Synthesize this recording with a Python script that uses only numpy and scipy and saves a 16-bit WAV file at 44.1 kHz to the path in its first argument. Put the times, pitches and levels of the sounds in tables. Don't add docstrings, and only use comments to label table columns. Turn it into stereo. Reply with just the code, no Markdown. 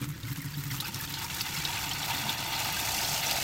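import sys
import numpy as np
from scipy import signal
from scipy.fft import rfft, irfft, next_fast_len
from scipy.io import wavfile
from scipy.ndimage import uniform_filter1d

SR = 44100
rng = np.random.default_rng(int(sys.argv[2]) if len(sys.argv) > 2 else 0)


def store_pcm(level_fs):
    pcm = np.round(np.clip(level_fs, -1, 1) * 32767).astype(np.int16)
    wavfile.write(sys.argv[1], SR, np.atleast_2d(pcm).T)


N = 151263


def undb(db):
    return 10 ** (np.asarray(db) / 20)


def unit(x):
    return x / np.sqrt(np.mean(x ** 2))


def ramp(start, end):
    return np.linspace(start, end, N)


def follow(table):
    times, *columns = np.array(table, float).T
    seconds = np.arange(N) / SR
    return [np.interp(seconds, times, column) for column in columns]


def walk(rate):
    hold = max(int(SR / rate), 1)
    steps = np.repeat(rng.standard_normal(N // hold + 1), hold)
    return unit(uniform_filter1d(steps, hold)[:N])


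def colour(x, points):
    hz, db = np.array(points, float).T
    size = next_fast_len(N + 4096)
    f = np.maximum(np.fft.rfftfreq(size, 1 / SR), 1)
    gain = undb(np.interp(np.log(f), np.log(hz), db))
    return irfft(rfft(x, size) * gain, size)[..., :N]


def ring(x, hz, width_hz):
    return signal.lfilter(*signal.iirpeak(hz, hz / width_hz, fs=SR), x)


def band(x, hz, width_hz):
    return ring(ring(x, hz, width_hz), hz, width_hz)


def glide(x, hz, width_hz):
    turn = np.exp(2j * np.pi * np.cumsum(hz) / SR)
    low_pass = signal.butter(2, width_hz / 2, fs=SR, output="sos")
    return unit((signal.sosfilt(low_pass, x / turn) * turn).real)


def stereo(mid, side):
    return np.array([mid + side, mid - side])


def pan(db):
    return undb(np.array([[.5], [-.5]]) * db)


def add(out, start, sound):
    i = max(int(start * SR), 0)
    part = out[:, i:i + sound.shape[-1]]
    part += sound[..., :part.shape[-1]]


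SPARSE_START = .45


def crackle(rate, spread_db, decay_s):
    density = ramp(SPARSE_START, 0.96)
    strength = undb(spread_db * np.minimum(rng.exponential(size=N), 5))
    hits = (rng.random(N) < density * rate / SR) * strength
    power = signal.lfilter([1], [1, -np.exp(-2 / (decay_s * SR))], hits ** 2 / density)
    return unit(np.sqrt(power) * rng.standard_normal((2, N)))


BUBBLE_RISE = 0.025


def bubble(hz, cycles, skew):
    age = np.arange(int(5 * cycles / hz * SR)) / SR * hz / cycles
    phase = 2 * np.pi * cycles * (age + BUBBLE_RISE * age ** 2 / 2)
    envelope = np.exp(-age) * (1 - np.exp(-10 * age))
    return np.sin(phase + np.array([[.5], [-.5]]) * skew) * envelope


# pitch_hz, level_db
YARD_COLOUR = [(20, -16), (45, -18.5), (65, -9.5), (110, 2.5), (170, -6), (240, -13.5), (420, -21.5),
               (700, -36.5), (2000, -23.5), (16000, -44)]
YARD_DB, YARD_SIDE_DB = -45.5, -17
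# pitch_hz, level_db
BREEZE_COLOUR = [(20, -12), (35, -4), (65, 4), (95, -10), (140, -13), (400, -37)]
BREEZE_START_DB, BREEZE_END_DB = -60.5, -52


def yard():
    mid, side = unit(colour(rng.standard_normal((2, N)), YARD_COLOUR))
    rumble = stereo(mid, undb(YARD_SIDE_DB) * side) * undb(YARD_DB)
    gust, across = unit(colour(rng.standard_normal((2, N)), BREEZE_COLOUR))
    breeze = stereo(gust, 0.22 * across) * undb(ramp(BREEZE_START_DB, BREEZE_END_DB))
    return rumble + breeze


# pitch_hz, level_db
SLOSH_COLOUR = [(120, -44), (200, 1), (330, 3), (410, -12), (500, -3), (620, -12), (900, -29.5)]
SLOSH_DB, SLOSH_FOLLOW = -35.5, 0.5


def slosh():
    mid, side = unit(colour(crackle(rate=240, spread_db=3.3, decay_s=0.0091), SLOSH_COLOUR))
    return stereo(mid, 0.76 * side)


# start_s, level_db, pitch_hz
GURGLE = [(0, -80, 850), (1.55, -52.5, 864), (2.1, -44, 820), (2.9, -41.5, 798), (3.43, -41.5, 710)]
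GURGLE_WIDTH_HZ, GURGLE_SIDE_DB = 272, -13


def gurgle():
    db, hz = follow(GURGLE)
    mid, side = glide(crackle(rate=900, spread_db=2.0, decay_s=0.00067), hz, GURGLE_WIDTH_HZ)
    return stereo(mid, undb(GURGLE_SIDE_DB) * side) * undb(db)


# pitch_hz, t60_s, level_db, side_share
BOTTOM_MODES = [(70, 0.07, -22, .1), (142.3, 0.16, -5, .06), (165.4, 0.14, -12, .1),
                (279.8, 0.18, -8.5, 0.91)]
DRUM_START_DB, DRUM_END_DB = -45, -48


def drumming():
    patter = crackle(rate=340, spread_db=1.5, decay_s=0.0045)
    drive = colour(patter, [(30, -30), (70, 1), (330, -12), (600, -67), (2000, -47)])
    mid = side = 0
    for hz, t60, db, side_share in BOTTOM_MODES:
        width_hz = np.log(1000) / np.pi / t60
        mode = undb(db) * ring(drive, hz, width_hz)
        mid = mid + mode[0]
        side = side + side_share * mode[1]
    return stereo(mid, side) / np.std(mid) * undb(ramp(DRUM_START_DB, DRUM_END_DB))


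# start_s, level_db (before LUMP_DB), pitch_hz
LUMPS = [(0.015, -23.5, 134), (.071, -24, 149), (0.232, -25, 115.3), (0.304, -27, 132.5),
         (0.379, -23.5, 147), (0.444, -26, 142), (0.569, -25.5, 144.3), (.602, -32, 136), (.658, -25, 143),
         (0.713, -26.5, 128), (0.758, -28.5, 129), (.944, -29, 110), (1.574, -29, 152)]
LUMP_DB, LUMP_ATTACK_S, LUMP_DECAY_S, LUMP_OVERTONE_DB = -1.5, 0.005, 0.027, -11.5


def lumps():
    out, t = np.zeros((2, N)), np.arange(SR // 4) / SR
    overtone = undb(LUMP_OVERTONE_DB) * np.sin(2 * np.pi * BOTTOM_MODES[3][0] * t)
    envelope = (1 - np.exp(-t / LUMP_ATTACK_S)) * np.exp(-t / LUMP_DECAY_S)
    for start, db, hz in LUMPS:
        note = np.sin(2 * np.pi * hz * t) + overtone
        add(out, start, undb(db + LUMP_DB) * note * envelope)
    return out


# pitch_hz, width_hz (before broadening), level_db
AIR_MODES = [(771, 65, -2.5), (884, 32, 1.5), (916.5, 39.5, 5), (1225, 68, -1.5), (1503, 130, -3),
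             (2043, 92, -1), (2325, 124, -2.5), (2602, 55, 3.5), (2840, 150, 0), (3365, 105, 0.5),
             (3595, 130, -2), (4070, 170, -2.5), (4460, 89, -1), (5690, 300, -11)]
HOLLOW_BROADEN = 1.8
HOLLOW_DB, HOLLOW_SIDE_DB = 3, -8


def hollow():
    drive = np.hypot(*crackle(SPATTER_PER_S, SPATTER_SPREAD_DB, SPATTER_DECAY_S))
    rings = np.zeros((2, N))
    for hz, width_hz, db in AIR_MODES:
        noise = drive * rng.standard_normal((2, N))
        rings += undb(db) * band(noise, hz, HOLLOW_BROADEN * width_hz)
    mid, side = unit(rings)
    return stereo(mid, undb(HOLLOW_SIDE_DB) * side) * undb(HOLLOW_DB) * pan(db=3.5)


# start_s, level_db (before FLECK_DB and colouring)
FLECKS = [(.0154, -29.5), (.0894, -31), (0.372, -31), (0.418, -28), (0.452, -31), (0.8057, -19.5),
          (0.8804, -25), (.9443, -26), (1.0105, -23), (1.2436, -26), (1.346, -23), (1.414, -20.5),
          (2.301, -26), (2.726, -25), (2.7995, -22), (3.3096, -17.5)]
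# pitch_hz, level_db
FLECK_COLOUR = [(1000, -20), (5000, -14), (9500, -8.5), (13000, -4.5), (16000, -8)]
FLECK_DB, FLECK_DECAY_S, FLECK_TAIL_DB, FLECK_TAIL_S = -1, .003, -8, .012


def flecks():
    out, t = np.zeros((2, N)), np.arange(SR // 25) / SR
    envelope = np.exp(-t / FLECK_DECAY_S) + undb(FLECK_TAIL_DB) * np.exp(-t / FLECK_TAIL_S)
    for start, db in FLECKS:
        burst = stereo(*rng.standard_normal((2, len(t))))
        add(out, start, undb(db + FLECK_DB) * envelope * burst)
    return colour(out, FLECK_COLOUR)


# start_s, level_db, pitch_hz
BLIPS = [(.281, -35.5, 2030), (.311, -41, 2050), (.403, -35, 2070), (.424, -37, 1830), (0.581, -34, 3870),
         (0.823, -34, 1244), (.831, -38, 840), (0.842, -34.5, 2680), (0.846, -27, 4900), (1.001, -32, 1680),
         (1.076, -30.5, 3420), (1.242, -34, 923), (1.341, -33, 3420), (1.407, -29, 2610),
         (1.551, -28.5, 2160), (1.573, -30, 4070), (1.674, -27, 5300), (1.692, -29, 928),
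         (1.892, -23, 6850), (1.913, -21.5, 3070), (1.934, -26, 5300), (2.101, -25.5, 900),
         (2.147, -23, 3540), (2.769, -26.5, 1560), (2.793, -23, 3520), (2.907, -25, 3900),
         (2.98, -23, 2750), (2.989, -21, 5750), (3.048, -22, 4100), (3.268, -20, 5800),
         (3.304, -23.5, 2820)]
BLIP_CYCLES, BLIP_SKEW = 14, .9
# start_s, level_db, pitch_hz
LOW_NOTES = [(0.013, -28.5, 279.8), (0.015, -36, 202), (.017, -43, 480), (0.885, -37, 198), (2.139, -37.5, 266),
             (2.229, -35, 214.5), (2.271, -35.5, 206)]
LOW_NOTE_CYCLES = 6.1


def blips():
    out = np.zeros((2, N))
    for start, db, hz in BLIPS:
        add(out, start, undb(db) * pan(db=1.5) * bubble(hz, BLIP_CYCLES, BLIP_SKEW))
    for start, db, hz in LOW_NOTES:
        add(out, start, undb(db) * bubble(hz, LOW_NOTE_CYCLES, 0.69))
    return out


# start_s, level_db, pitch_hz, left_minus_right_db
POPS = [(0.2305, -36, 3660, 4), (0.7037, -35, 2020, -2), (0.801, -26, 3850, -0.5), (0.9437, -32, 5400, 7),
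        (1.139, -28, 4000, 5), (1.244, -30.5, 5280, 2), (1.3, -29, 2700, 1.5), (1.409, -22.5, 4560, 3),
        (1.651, -23.5, 3760, 2), (1.7698, -28.5, 2470, 3), (2.0292, -30.5, 3670, 9), (2.105, -27, 2670, 3),
        (2.292, -24, 3450, 6), (2.875, -30, 2320, 2.0), (3.1593, -29.5, 2710, 9), (3.232, -29.5, 2260, 6),
        (3.2945, -29.5, 3920, 6), (3.311, -24, 4600, 8)]
POP_DB, POP_CYCLES = 0, 20
POP_WIDTH, POP_SIDE = 0.55, 0.48
SNAP_DB, SNAP_DECAY_S, POP_SPLASH_DB, POP_DECAY_S = -7, .003, -9.5, 0.013


def pops():
    out, t = np.zeros((2, N)), np.arange(SR // 20) / SR
    envelope = undb(SNAP_DB) * np.exp(-t / SNAP_DECAY_S) + undb(POP_SPLASH_DB) * np.exp(-t / POP_DECAY_S)
    for start, db, hz, pan_db in POPS:
        mid, side = unit(band(rng.standard_normal((2, len(t))), hz, POP_WIDTH * hz))
        add(out, start, undb(db) * pan(pan_db) * stereo(mid, POP_SIDE * side) * envelope)
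        tone = bubble(hz, POP_CYCLES, BLIP_SKEW)
        add(out, start + 0.001036, undb(db + POP_DB) * pan(pan_db) * tone)
    return out


# pitch_hz, level_db
SPRAY_COLOUR = [(2000, -28), (5000, -24), (7500, -1), (9700, -9.5), (12000, 3), (14000, 5.5), (16000, 2)]
SPRAY_PER_S, SPRAY_SPREAD_DB, SPRAY_DECAY_S = 1200, 3.5, 0.0029
SPRAY_DB, SPRAY_FOLLOW, SPRAY_PAN_DB = -22.5, 0.59, -3.5


def spray():
    ticks = crackle(SPRAY_PER_S, SPRAY_SPREAD_DB, SPRAY_DECAY_S)
    return stereo(*unit(colour(ticks, SPRAY_COLOUR))) * pan(SPRAY_PAN_DB)


# start_s, level_db
SIZZLE = [(0, -64.5), (1.5, -43.5), (2.0, -42.5), (2.4, -46), (2.9, -37), (3.18, -37), (3.28, -36.5),
          (3.43, -36)]
# pitch_hz, level_db
SIZZLE_COLOUR = [(2500, -37), (4500, 1), (6000, 2), (7500, 0), (9700, -8), (13500, -3), (16000, -15)]


def sizzle():
    mid, side = unit(colour(crackle(rate=1500, spread_db=4.0, decay_s=0.0069), SIZZLE_COLOUR))
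    return stereo(mid, 0.69 * side) * undb(follow(SIZZLE)[0]) * pan(db=3.0)


BUBBLE_DB, BUBBLES_PER_S, BUBBLE_SPREAD_DB, BUBBLE_FADE_IN_DB = -2.5, 650, 2.5, -4.5
BUBBLE_LOW_HZ, BUBBLE_HIGH_HZ = 1302, 5576
BUBBLE_CYCLES = 14.1


def bubbles():
    out = np.zeros((2, N))
    count = int(BUBBLES_PER_S * N / SR)
    for when, pitch, size, life, turn in rng.random((count, 5)):
        hz = BUBBLE_LOW_HZ * (BUBBLE_HIGH_HZ / BUBBLE_LOW_HZ) ** pitch
        loudness = undb(BUBBLE_SPREAD_DB * min(-np.log(1 - size), 4))
        gain = loudness * (hz / BUBBLE_LOW_HZ) ** 0.78
        skew = (2 * turn - 1) * min(hz / 1400, np.pi)
        add(out, when * N / SR, gain * bubble(hz, BUBBLE_CYCLES * (.5 + life), skew))
    return out / np.std(out.mean(axis=0)) * undb(BUBBLE_DB + ramp(BUBBLE_FADE_IN_DB, 0))


# pitch_hz, level_db
SPATTER_COLOUR = [(150, -23), (350, -5), (620, -16), (1050, -0.5), (1300, -0.5), (1750, -3), (2600, -7),
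                  (4000, -5.5), (7000, -5), (9700, -12), (16000, -14.5)]
# pitch_hz, side_minus_mid_db
SPATTER_WIDTH = [(200, -21), (700, 0), (1300, -3), (2400, 2.5), (4400, 1.5), (8000, 1), (15000, 3)]
SPATTER_DB, SPATTER_PER_S, SPATTER_SPREAD_DB, SPATTER_DECAY_S = -3.5, 900, 2, 0.0023


def spatter():
    mid, side = colour(crackle(SPATTER_PER_S, SPATTER_SPREAD_DB, SPATTER_DECAY_S), SPATTER_COLOUR)
    return stereo(mid, colour(side, SPATTER_WIDTH)) / np.std(mid) * undb(SPATTER_DB)


# delay_s, gain
ECHOES = [(.00221, .14), (.0054, .17)]


def walls(x):
    out = x.copy()
    for delay, gain in ECHOES:
        late = np.pad(x, ((0, 0), (int(delay * SR), 0)))[:, :N]
        out += gain * late
    return out


# start_s (centre of the dip), level_db
LULLS = [(.675, -1), (1.098, -1), (2.072, -6), (2.359, -6), (2.484, -6.5), (3.213, -6.5)]
LULL_S = 0.0094


def lulls():
    t = np.arange(N) / SR
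    return undb(sum(db * np.exp(-((t - when) / LULL_S) ** 2) for when, db in LULLS))


# start_s, spatter_level_db, hollow_level_db
APPROACH = [(0, -52.5, -56), (.04, -40.5, -63), (.08, -52.5, -64), (.2, -45.5, -70), (.26, -46, -68),
            (.52, -46, -58.5), (.68, -44.5, -56), (.88, -40.5, -47.5), (1.06, -41.5, -51),
            (1.22, -40.5, -46.5), (1.48, -39, -45), (1.56, -36, -42.5), (1.85, -39, -41.5),
            (2.25, -35.5, -40.5), (2.48, -36, -40), (2.76, -37.5, -38.5), (3.1, -33, -41),
            (3.28, -34.5, -36.5), (3.43, -32.5, -42)]
SURGE_PER_S, SURGE_START_DB, SURGE_END_DB = 65, 3.5, 0.88
PAN_START_DB, PAN_END_DB = 1.5, 1
BOXY_HZ, BOXY_WIDTH_HZ, BOXY_START, BOXY_END = 1260, 1700, 0.23, -0.51


def scene():
    near_db, inside_db = follow(APPROACH)
    surge_db = ramp(SURGE_START_DB, SURGE_END_DB)
    surge = undb(surge_db * walk(SURGE_PER_S))
    bubbling = undb(surge_db * walk(SURGE_PER_S))
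    thinning = lulls()

    splash = surge * spatter() + bubbling * bubbles()
    splash = splash * undb(near_db) * pan(ramp(PAN_START_DB, PAN_END_DB))
    splash += ramp(BOXY_START, BOXY_END) * ring(splash, BOXY_HZ, BOXY_WIDTH_HZ)
    splash = thinning * (splash + sizzle())
    splash += surge * spray() * undb(SPRAY_DB + SPRAY_FOLLOW * near_db)

    bucket = np.sqrt(surge * thinning) * hollow() * undb(inside_db)
    bucket += gurgle() + slosh() * undb(SLOSH_DB + SLOSH_FOLLOW * near_db)
    return yard() + drumming() + lumps() + bucket + flecks() + blips() + pops() + walls(splash)


TOP_HZ = 15750


def record(dry):
    return signal.sosfilt(signal.ellip(10, .2, 80, TOP_HZ, fs=SR, output="sos"), dry)


dry = scene()
out = record(dry)
store_pcm(out)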